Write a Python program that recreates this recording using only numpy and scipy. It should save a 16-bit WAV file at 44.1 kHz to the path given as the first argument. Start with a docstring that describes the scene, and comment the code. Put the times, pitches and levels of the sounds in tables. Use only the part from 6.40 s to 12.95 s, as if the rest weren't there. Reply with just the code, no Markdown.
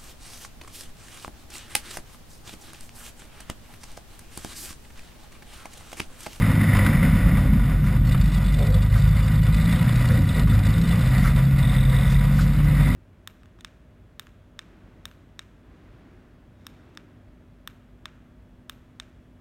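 """On a taxiway, at the wing tip of a light aircraft with a six-cylinder engine and a two-blade propeller.
Blade passage and exhaust pulses drone at multiples of the crankshaft speed as the throttle is eased
up and down. Turbulent air buffets the camera housing, and the exhaust clatters in its resonances.
Loose parts rattle, hum and buzz in forced vibration, in step with the engine, and the airframe
knocks and booms as the wheels bump over joints."""
import sys
import numpy as np
from scipy import signal
from scipy.fft import rfft, irfft
from scipy.io import wavfile
from scipy.ndimage import uniform_filter1d

SR = 44100
rng = np.random.default_rng(int(sys.argv[2]) if len(sys.argv) > 2 else 0)


def master(y):
    """Save y as 16-bit WAV."""
    cut = np.clip(np.atleast_2d(y).T, -1, 1)
    pcm = np.round(cut * 32767)  # scale
    wavfile.write(sys.argv[1], SR, pcm.astype(np.int16))


N = 288855
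TIME = np.arange(N) / SR
BINS = np.fft.rfftfreq(N, 1 / SR)

# faint air noise that differs between the ears: (frequency [Hz], gain [dB])
STRAY_AIR_SPECTRUM = [(35, -12), (60, -2), (150, -29), (300, -1), (480, 6.5), (1000, -11), (2200, -25),
                      (4000, -25.5), (6000, -29)]
# air buffeting the housing: (frequency [Hz], gain [dB])
BUFFET_SPECTRUM = [(15, -26), (28, -8), (42, 8.5), (70, 3), (110, 6), (150, 4), (172, 3.5), (195, -1),
                   (240, -7), (315, -20), (400, -31), (600, -68)]
# strength of the gusts: (time [s], relative level [dB])
GUSTS = [(0, -21.5), (.6, -20.5), (1.15, -26), (1.9, -29), (2.5, -35), (3.35, -27.5), (3.75, -29),
         (4.2, -27.5), (5.2, -30.5), (6.1, -37.5), (6.55, -25.5)]

# undercarriage knocks: (time [s], level [dB], decay time [s], swish level [dB])
KNOCKS = [(.464, -25.5, 0.0083, -60), (1.443, -37, 0.011, -48), (2.56, -34, .018, -43),
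          (2.861, -36, 0.017, -58), (3.70, -30.5, .016, -48), (4.12, -35, 0.036, -53),
          (4.843, -29.5, 0.042, -38.5), (5.698, -37, 0.014, -40.5), (5.99, -28, 0.01, -37)]
# sharp cracks of the airframe: (time [s], level [dB], centre [Hz])
CRACKS = [(.465, -22, 1400), (1.747, -24.5, 900), (3.068, -36, 2000)]
# hollow booms of the wing skin: (time [s], level [dB], centre [Hz], width [octaves])
BOOMS = [(.87, -15.5, 179, 0.046), (1.02, -38.5, 560, 0.34), (1.13, -21, 220, 0.2), (1.755, -32, 24, 0.41),
         (2.21, -31.5, 520, 0.38), (2.31, -32.5, 516, 0.093), (3.735, -34, 530, 0.11),
         (3.8, -29, 275, 0.19), (3.98, -35.5, 480, .45)]

# shaking by engine and propeller wash: (time [s], relative level [dB])
SHAKING = [(0, -34), (.55, -34.5), (.95, -38), (1.6, -41.5), (2.3, -41.5), (3, -40.5), (3.3, -38),
           (3.7, -39), (4.38, -40), (4.55, -39.5), (4.85, -36.5), (5.05, -39.5), (5.62, -37.5), (6.12, -41),
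           (6.55, -36.5)]
# brief dips and swells of the shaking: (time [s], change [dB])
SHAKING_CHANGES = [(1.605, -4.5), (2.481, -5), (3.021, -9), (3.26, -2), (3.68, 2.5), (3.86, -3),
                   (4.06, -5.5), (4.53, 2), (5.09, -3.5), (5.33, 2.5), (5.78, -3.5), (6.37, -2)]
# modes of the loose fitting: (frequency [Hz], relative level [dB], time to fall 60 dB [s])
FITTING_MODES = [(1978, 9, 0.19), (2450, 15, 0.049), (2860, 3.5, 0.06), (3574, 8.5, 0.11),
                 (3744, 2.5, 0.092), (3850, 1.5, 0.097), (3990, 6.5, 0.029), (4380, -4, 0.087),
                 (4570, 1, 0.044), (4780, 3.5, 0.066), (5070, 8, 0.021), (5540, 7, 0.086)]
# tone colour of the fitting: (frequency [Hz], gain [dB])
FITTING_SPECTRUM = [(1200, -26), (1950, 2), (2400, -5.5), (3250, 15.5), (3600, 1), (4200, 10.5), (4900, 3),
                    (5400, 1.5), (6000, -32)]
# strength of its rattle: (time [s], relative level [dB])
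RATTLE_LEVELS = [(0, -54), (.6, -62), (1, -102), (1.4, -74), (1.66, -41), (2.7, -43.5), (3.3, -40),
                 (3.8, -41.5), (4.7, -40.5), (5.3, -50), (6.55, -45)]
# its hardest blows: (time [s], relative level [dB])
CLINKS = [(1.719, -27.5), (1.821, -44), (1.943, -27), (2.187, -31.5), (2.266, -32.5), (2.426, -35),
          (2.855, -38), (3.209, -32), (3.97, -34), (4.51, -40), (5.186, -30.5), (5.497, -36)]
# resonances and notches of the housing: (centre [Hz], width [Hz], gain [dB])
HOUSING_MODES = [(519.5, 14, 9), (734, 9.8, 8), (976, 15, 9.5), (1192, 20, 5), (1462, 40, 7.5),
                 (1927, 44, 8.5), (2880, 23, 2), (3300, 250, -30), (3600, 170, 5), (3680, 43, -11),
                 (5960, 105, 15.5)]
# propeller wash and exhaust puffs: (frequency [Hz], gain [dB])
CLATTER_SPECTRUM = [(200, -75), (330, -13), (430, -6), (560, 0.5), (850, -7), (1230, -0.5), (1650, -6),
                    (2150, -5), (2600, -9), (3280, -10.5), (3600, -11.5), (4200, -20), (5200, -15.5),
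                    (6000, -39)]

# engine speed: (time [s], crankshaft speed [turns/s])
CRANK_SPEED = [(0, 17.5), (.6, 16.5), (.9, 16.6), (1.35, 16.1), (1.65, 16.1), (2.1, 16.4), (2.4, 16.85),
               (2.65, 17.65), (3.15, 17.7), (3.47, 20.4), (3.73, 20.6), (4.05, 17.25), (4.2, 17), (4.5, 19),
               (4.7, 21.3), (5, 22.6), (5.6, 22.1), (5.85, 23.3), (6.55, 25.3)]
# blade passage and its overtone, firing and two overtones: (order [cycles/turn])
MAIN_ORDERS = [2, 4, 3, 6, 9]
# strength of each main tone: (relative level [dB])
MAIN_LEVELS = [-1, -8, .5, .5, -8]
# resonances of exhaust and airframe: (centre [Hz], width [Hz], gain [dB])
AIRFRAME_MODES = [(48.3, 10, -20.5), (62, 22, -30), (103, 6, -20.5), (115, 18, -31), (136, 30, -20),
                  (167, 22, -17), (205, 30, -26)]
# passing fades of the lowest tones: (time [s], half length [s], change [dB])
BASS_FADES = [(0.109, 0.59, -10), (5.173, 0.24, -8)]
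# weak tones of unequal cylinders, and high firing overtones: (order [cycles/turn])
WEAK_ORDERS = [2.5, 3.5, 4.5, 5, 5.5, 6.5, 7, 7.5, 8, 10, 10.5, 12, 15, 18, 21, 24]
# strength of each weak tone: (level before the muffler [dB])
WEAK_LEVELS = [-39, -43, -36, -37, -42, -52, -38, -31, -38, -41, -38, -41, -55, -62, -63, -59]
# response of the muffler to the weak tones: (frequency [Hz], gain [dB])
MUFFLER_RESPONSE = [(40, 3), (205, -2.5), (255, -6), (295, -3), (360, -9.5), (450, 5.5), (650, -10)]


def amp(db):
    """Amplitude ratio: tenfold for every 20 dB."""
    return 10 ** (np.asarray(db) / 20)


def unit(x):
    """Normalisation to an rms of 1."""
    return x / np.sqrt(np.mean(x ** 2) + 1e-20)


def curve(rows):
    """Linear interpolation of a (time, value) table at every sample."""
    return np.interp(TIME, *np.transpose(rows))


def filtered(x, response):
    """Linear filtering: the spectrum is multiplied by a frequency response."""
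    return irfft(rfft(x) * response, N)


def colour(x, spectrum):
    """Spectral shaping by a (frequency, gain) table, interpolated in log frequency."""
    hz, db = np.transpose(spectrum)
    return filtered(x, amp(np.interp(np.log(BINS + 1), np.log(hz), db)))


def wander(rate_hz):
    """Random modulation: low-pass noise of rms 1."""
    return unit(filtered(rng.standard_normal(N), 1 / (1 + (BINS / rate_hz) ** 4)))


def steadied(x, amount):
    """Compression: the running power sets a gain that evens out a turbulent sound."""
    power = abs(uniform_filter1d(unit(x) ** 2, size=2000))
    return unit(x / (power + .01) ** (amount / 2))


def strokes(cycles, spread_db, decay_s, rise_s):
    """Pulse-train envelope: one decaying blow of random strength per cycle."""
    onsets = np.flatnonzero(np.diff(np.floor(cycles)) > 0)
    blows = np.zeros(N)
    blows[onsets] = amp(spread_db * np.clip(rng.standard_normal(N)[onsets], -3, 1.7))
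    t = TIME[:3000]
    pulse = np.exp(-t / decay_s) * (1 - np.exp(-t / rise_s))
    return unit(signal.oaconvolve(blows, pulse)[:N])


def stray_air(level_db=-63.5):
    """Decorrelation: faint air noise makes the two ears differ slightly."""
    return amp(level_db) * unit(colour(rng.standard_normal(N), STRAY_AIR_SPECTRUM))


def buffet(deep_db=-24, deep_follow=0.08, upper_db=-2, crossover_hz=190):
    """Turbulent pressure fluctuations thump the housing; stronger gusts reach higher in frequency."""
    air = steadied(colour(rng.standard_normal(N), BUFFET_SPECTRUM), 0.37)
    deep = filtered(air, 1 / (1 + (BINS / crossover_hz) ** 6))
    gust_db = curve(GUSTS)
    deep_gain = amp(deep_db + deep_follow * (gust_db - gust_db.mean()))
    return deep_gain * unit(deep) + amp(gust_db + upper_db) * unit(air - deep)


def jolt(peak_s, db, hz, octaves, rise_s, decay_s, edge_db=-24):
    """Transient response of one band of the airframe: a noise burst with a bright edge."""
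    t = np.arange(-SR // 4, SR // 2) / SR
    bins = np.fft.rfftfreq(len(t), 1 / SR)
    band = np.exp(-.5 * (np.log2((bins + 1) / hz) / octaves) ** 2)
    edge = amp(edge_db) * (bins > hz) * (bins < 5 * hz) * min(octaves / 0.85, 1)
    envelope = amp(db) * np.exp(-np.maximum(-t / rise_s, t / decay_s))
    noise = unit(irfft(rfft(rng.standard_normal(len(t))) * (band + edge), len(t)))
    return np.interp(TIME, round(peak_s * SR) / SR + t, envelope * noise, left=0, right=0)


def bumps(swish_lag_s=.027):
    """Impact excitation at taxiway joints: knocks with their swishes, cracks and booms."""
    out = np.zeros(N)
    for s, db, decay_s, swish_db in KNOCKS:
        out += jolt(s, db, hz=1350, octaves=0.21, rise_s=0.0016, decay_s=decay_s)
        out += jolt(s + swish_lag_s, swish_db, hz=4500, octaves=0.99, rise_s=0.045, decay_s=0.023)
    for s, db, hz in CRACKS:
        out += jolt(s, db, hz, octaves=.95, rise_s=.0009, decay_s=.0055)
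    for s, db, hz, octaves in BOOMS:
        out += jolt(s, db, hz, octaves, rise_s=0.025, decay_s=0.06)
    return out


def shaking_gain(flicker_db=1.12, change_s=0.025):
    """Amplitude modulation of the shaking: random flicker plus brief, timed dips and swells."""
    changes_db = sum(db * np.exp(-((TIME - s) / change_s) ** 2) for s, db in SHAKING_CHANGES)
    return amp(flicker_db * wander(10) + changes_db)


def cover_hum(crank, centre_hz=2010, width_hz=180, base_db=-43, growth=2.1, steady_push=0.58):
    """Forced resonance: firing pulses push a hollow cover, whose hum grows faster than the shaking."""
    push = steady_push + strokes(3 * crank, spread_db=6, decay_s=0.01, rise_s=0.002)
    resonance = 1 / (1 + 1j * (BINS - centre_hz) / width_hz) ** 2
    ring = filtered(push * rng.standard_normal(N), resonance)
    shaking_db = curve(SHAKING)
    return amp(base_db + growth * (shaking_db - shaking_db.mean())) * steadied(ring, 0.13)


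def panel_buzz(crank, start_s=5.15, end_s=5.76, centre_hz=3650, width_hz=420):
    """Sympathetic vibration: for a set span a resonating panel slaps once per passing blade."""
    slaps = strokes(2 * crank, spread_db=2, decay_s=.005, rise_s=.002)
    ring = filtered(rng.standard_normal(N), 1 / (1 + (2 * (BINS - centre_hz) / width_hz) ** 4))
    ring /= np.sqrt(abs(uniform_filter1d(ring ** 2, size=300)) + 1e-9)  # slaps ring about equally hard
    elapsed_s = np.maximum(TIME - start_s, 0)
    attack = np.minimum(elapsed_s / .1, 1)
    release = np.exp(-np.maximum(TIME - end_s, 0) / .09)
    level_db = -42 - 6.5 * elapsed_s
    return amp(level_db) * attack * release * unit(slaps * ring)


def fitting_blows(cycles, spread_db, unevenness, rise_s, detune_hz=55):
    """Modal superposition: one blow per cycle, each shared differently among the fitting's modes."""
    onsets = np.flatnonzero(np.diff(np.floor(cycles)) > 0)
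    chance = rng.standard_normal((800, len(FITTING_MODES) + 1))[:len(onsets)]
    strength = amp(spread_db * np.clip(chance[:, -1], -3, 1.3))
    t, out = TIME[:4000], np.zeros(N)
    attack = 1 - np.exp(-(t / rise_s) ** 2)
    for share, (hz, db, t60) in zip(chance.T, FITTING_MODES):
        blows = np.zeros(N)
        blows[onsets] = strength * np.sign(share) * abs(share) ** unevenness
        mode = attack * amp(db - 60 * t / t60) * np.exp(2j * np.pi * hz * t)
        ring = signal.oaconvolve(blows, mode)[:N]
        drift = np.cumsum(detune_hz * wander(20)) / SR  # the loose contact detunes the ring
        out += (ring * np.exp(2j * np.pi * drift)).real
    return unit(out)


def fitting_rattle(crank, gain_db=-2, scrape_db=-10):
    """Intermittent contact: a loose fitting strikes, rebounds and scrapes on the firing pulses."""
    firings = 3 * crank + .07 * wander(30)
    hits = fitting_blows(firings, spread_db=6, unevenness=0.73, rise_s=0.0011)
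    rebounds = fitting_blows(firings - .2, spread_db=5, unevenness=.8, rise_s=.002)
    scrape = strokes(firings, spread_db=6, decay_s=0.004, rise_s=0.0018) * rng.standard_normal(N)
    lope = 1 + 0.4 * np.cos(3 * np.pi * crank)  # every other pulse shakes it harder
    chatter = (unit(hits + 0.95 * rebounds) + amp(scrape_db) * scrape) * lope
    return amp(curve(RATTLE_LEVELS) + gain_db) * unit(colour(chatter, FITTING_SPECTRUM))


def fitting_clinks(rise_s=0.0033, damping_s=0.041):
    """Damped free vibration: single hard blows ring all the fitting's modes, and contact damps them."""
    t, out = TIME[:6000], np.zeros(N)
    for s, level_db in CLINKS:
        ring = sum(amp(db - 60 * t / t60) * np.cos(2 * np.pi * (hz * t + rng.random()))
                   for hz, db, t60 in FITTING_MODES)
        ring *= (1 - np.exp(-t / rise_s)) * np.exp(-t / damping_s)
        ring *= amp(level_db) / abs(ring).max()
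        out += np.interp(TIME, round(s * SR) / SR + t, ring, left=0, right=0)
    return colour(out, FITTING_SPECTRUM)


def housing(x):
    """Resonant filtering: the camera's plastic case lifts or cuts a band at each of its modes."""
    response = 1 + sum((amp(db) - 1) / (1 + 2j * (BINS - hz) / width) for hz, width, db in HOUSING_MODES)
    return unit(filtered(x, response))


def exhaust_clatter(crank, puff_gain=0.2, flutter_db=0.8, gain_db=2):
    """Broadband excitation: steady propeller wash and a puff for each firing ring in the housing."""
    puffs = strokes(3 * crank, spread_db=11.5, decay_s=0.0075, rise_s=0.00045)
    air = (1 + puff_gain * puffs) * amp(flutter_db * wander(37)) * rng.standard_normal(N)
    return amp(curve(SHAKING) + gain_db) * housing(colour(air, CLATTER_SPECTRUM))


def airframe_gain(hz):
    """Resonance: a tone swells as its frequency passes through a mode of exhaust and airframe."""
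    return np.sqrt(sum(amp(db) ** 2 / (1 + (2 * (hz - centre) / width) ** 8)
                       for centre, width, db in AIRFRAME_MODES))


def engine_drone(crank, main_db=-0.5, waver_db=0.77, weak_waver=0.56, bass_hz=58):
    """Periodic sources radiate harmonics: propeller and exhaust tones are locked to the crankshaft."""
    out, speed = np.zeros(N), curve(CRANK_SPEED)
    fade_db = sum(db * np.exp(-((TIME - s) / half_s) ** 4) for s, half_s, db in BASS_FADES)
    for order, db in zip(MAIN_ORDERS, MAIN_LEVELS):
        hz = order * speed
        level_db = db + main_db + waver_db * wander(4.5) + fade_db / (1 + (hz / bass_hz) ** 16)
        out += airframe_gain(hz) * amp(level_db) * np.cos(2 * np.pi * (order * crank + rng.random()))
    for order, db in zip(WEAK_ORDERS, WEAK_LEVELS):
        muffler_db = np.interp(order * speed, *np.transpose(MUFFLER_RESPONSE))
        waver = 1 + weak_waver * wander(3.1)
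        out += amp(db + muffler_db) * waver * np.cos(2 * np.pi * (order * crank + rng.random()))
    return np.sqrt(2) * out


def scene():
    """Superposition: all sources add at one point, almost the same in both ears."""
    speed = curve(CRANK_SPEED) * (1 + .002 * wander(8))
    crank = np.cumsum(speed) / SR  # angle in turns: two blades and three firings per turn
    shaking = shaking_gain()
    loose_parts = shaking * (cover_hum(crank) + fitting_rattle(crank))
    loose_parts += panel_buzz(crank) + fitting_clinks()
    mid = engine_drone(crank) + buffet() + shaking * exhaust_clatter(crank) + loose_parts + bumps()
    side = stray_air()
    return np.array([mid + side, mid - side])


def record(dry, band_hz=5900, hold_hz=12000, cutoff_hz=15300):
    """Spectral imaging: sample-and-hold mirrors the sound into a gritty treble, then band-limited."""
    narrow = filtered(dry, 1 / np.sqrt(1 + (BINS / band_hz) ** 60))
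    mirrored = narrow * (1 + 2 * np.cos(2 * np.pi * hold_hz * TIME))
    held = filtered(mirrored, np.sinc(BINS / hold_hz))
    lowpass = signal.firwin(511, cutoff_hz, window=("kaiser", 9), fs=SR)
    return signal.oaconvolve(held, lowpass[None], "same")


dry = scene()
out = record(dry)
master(out)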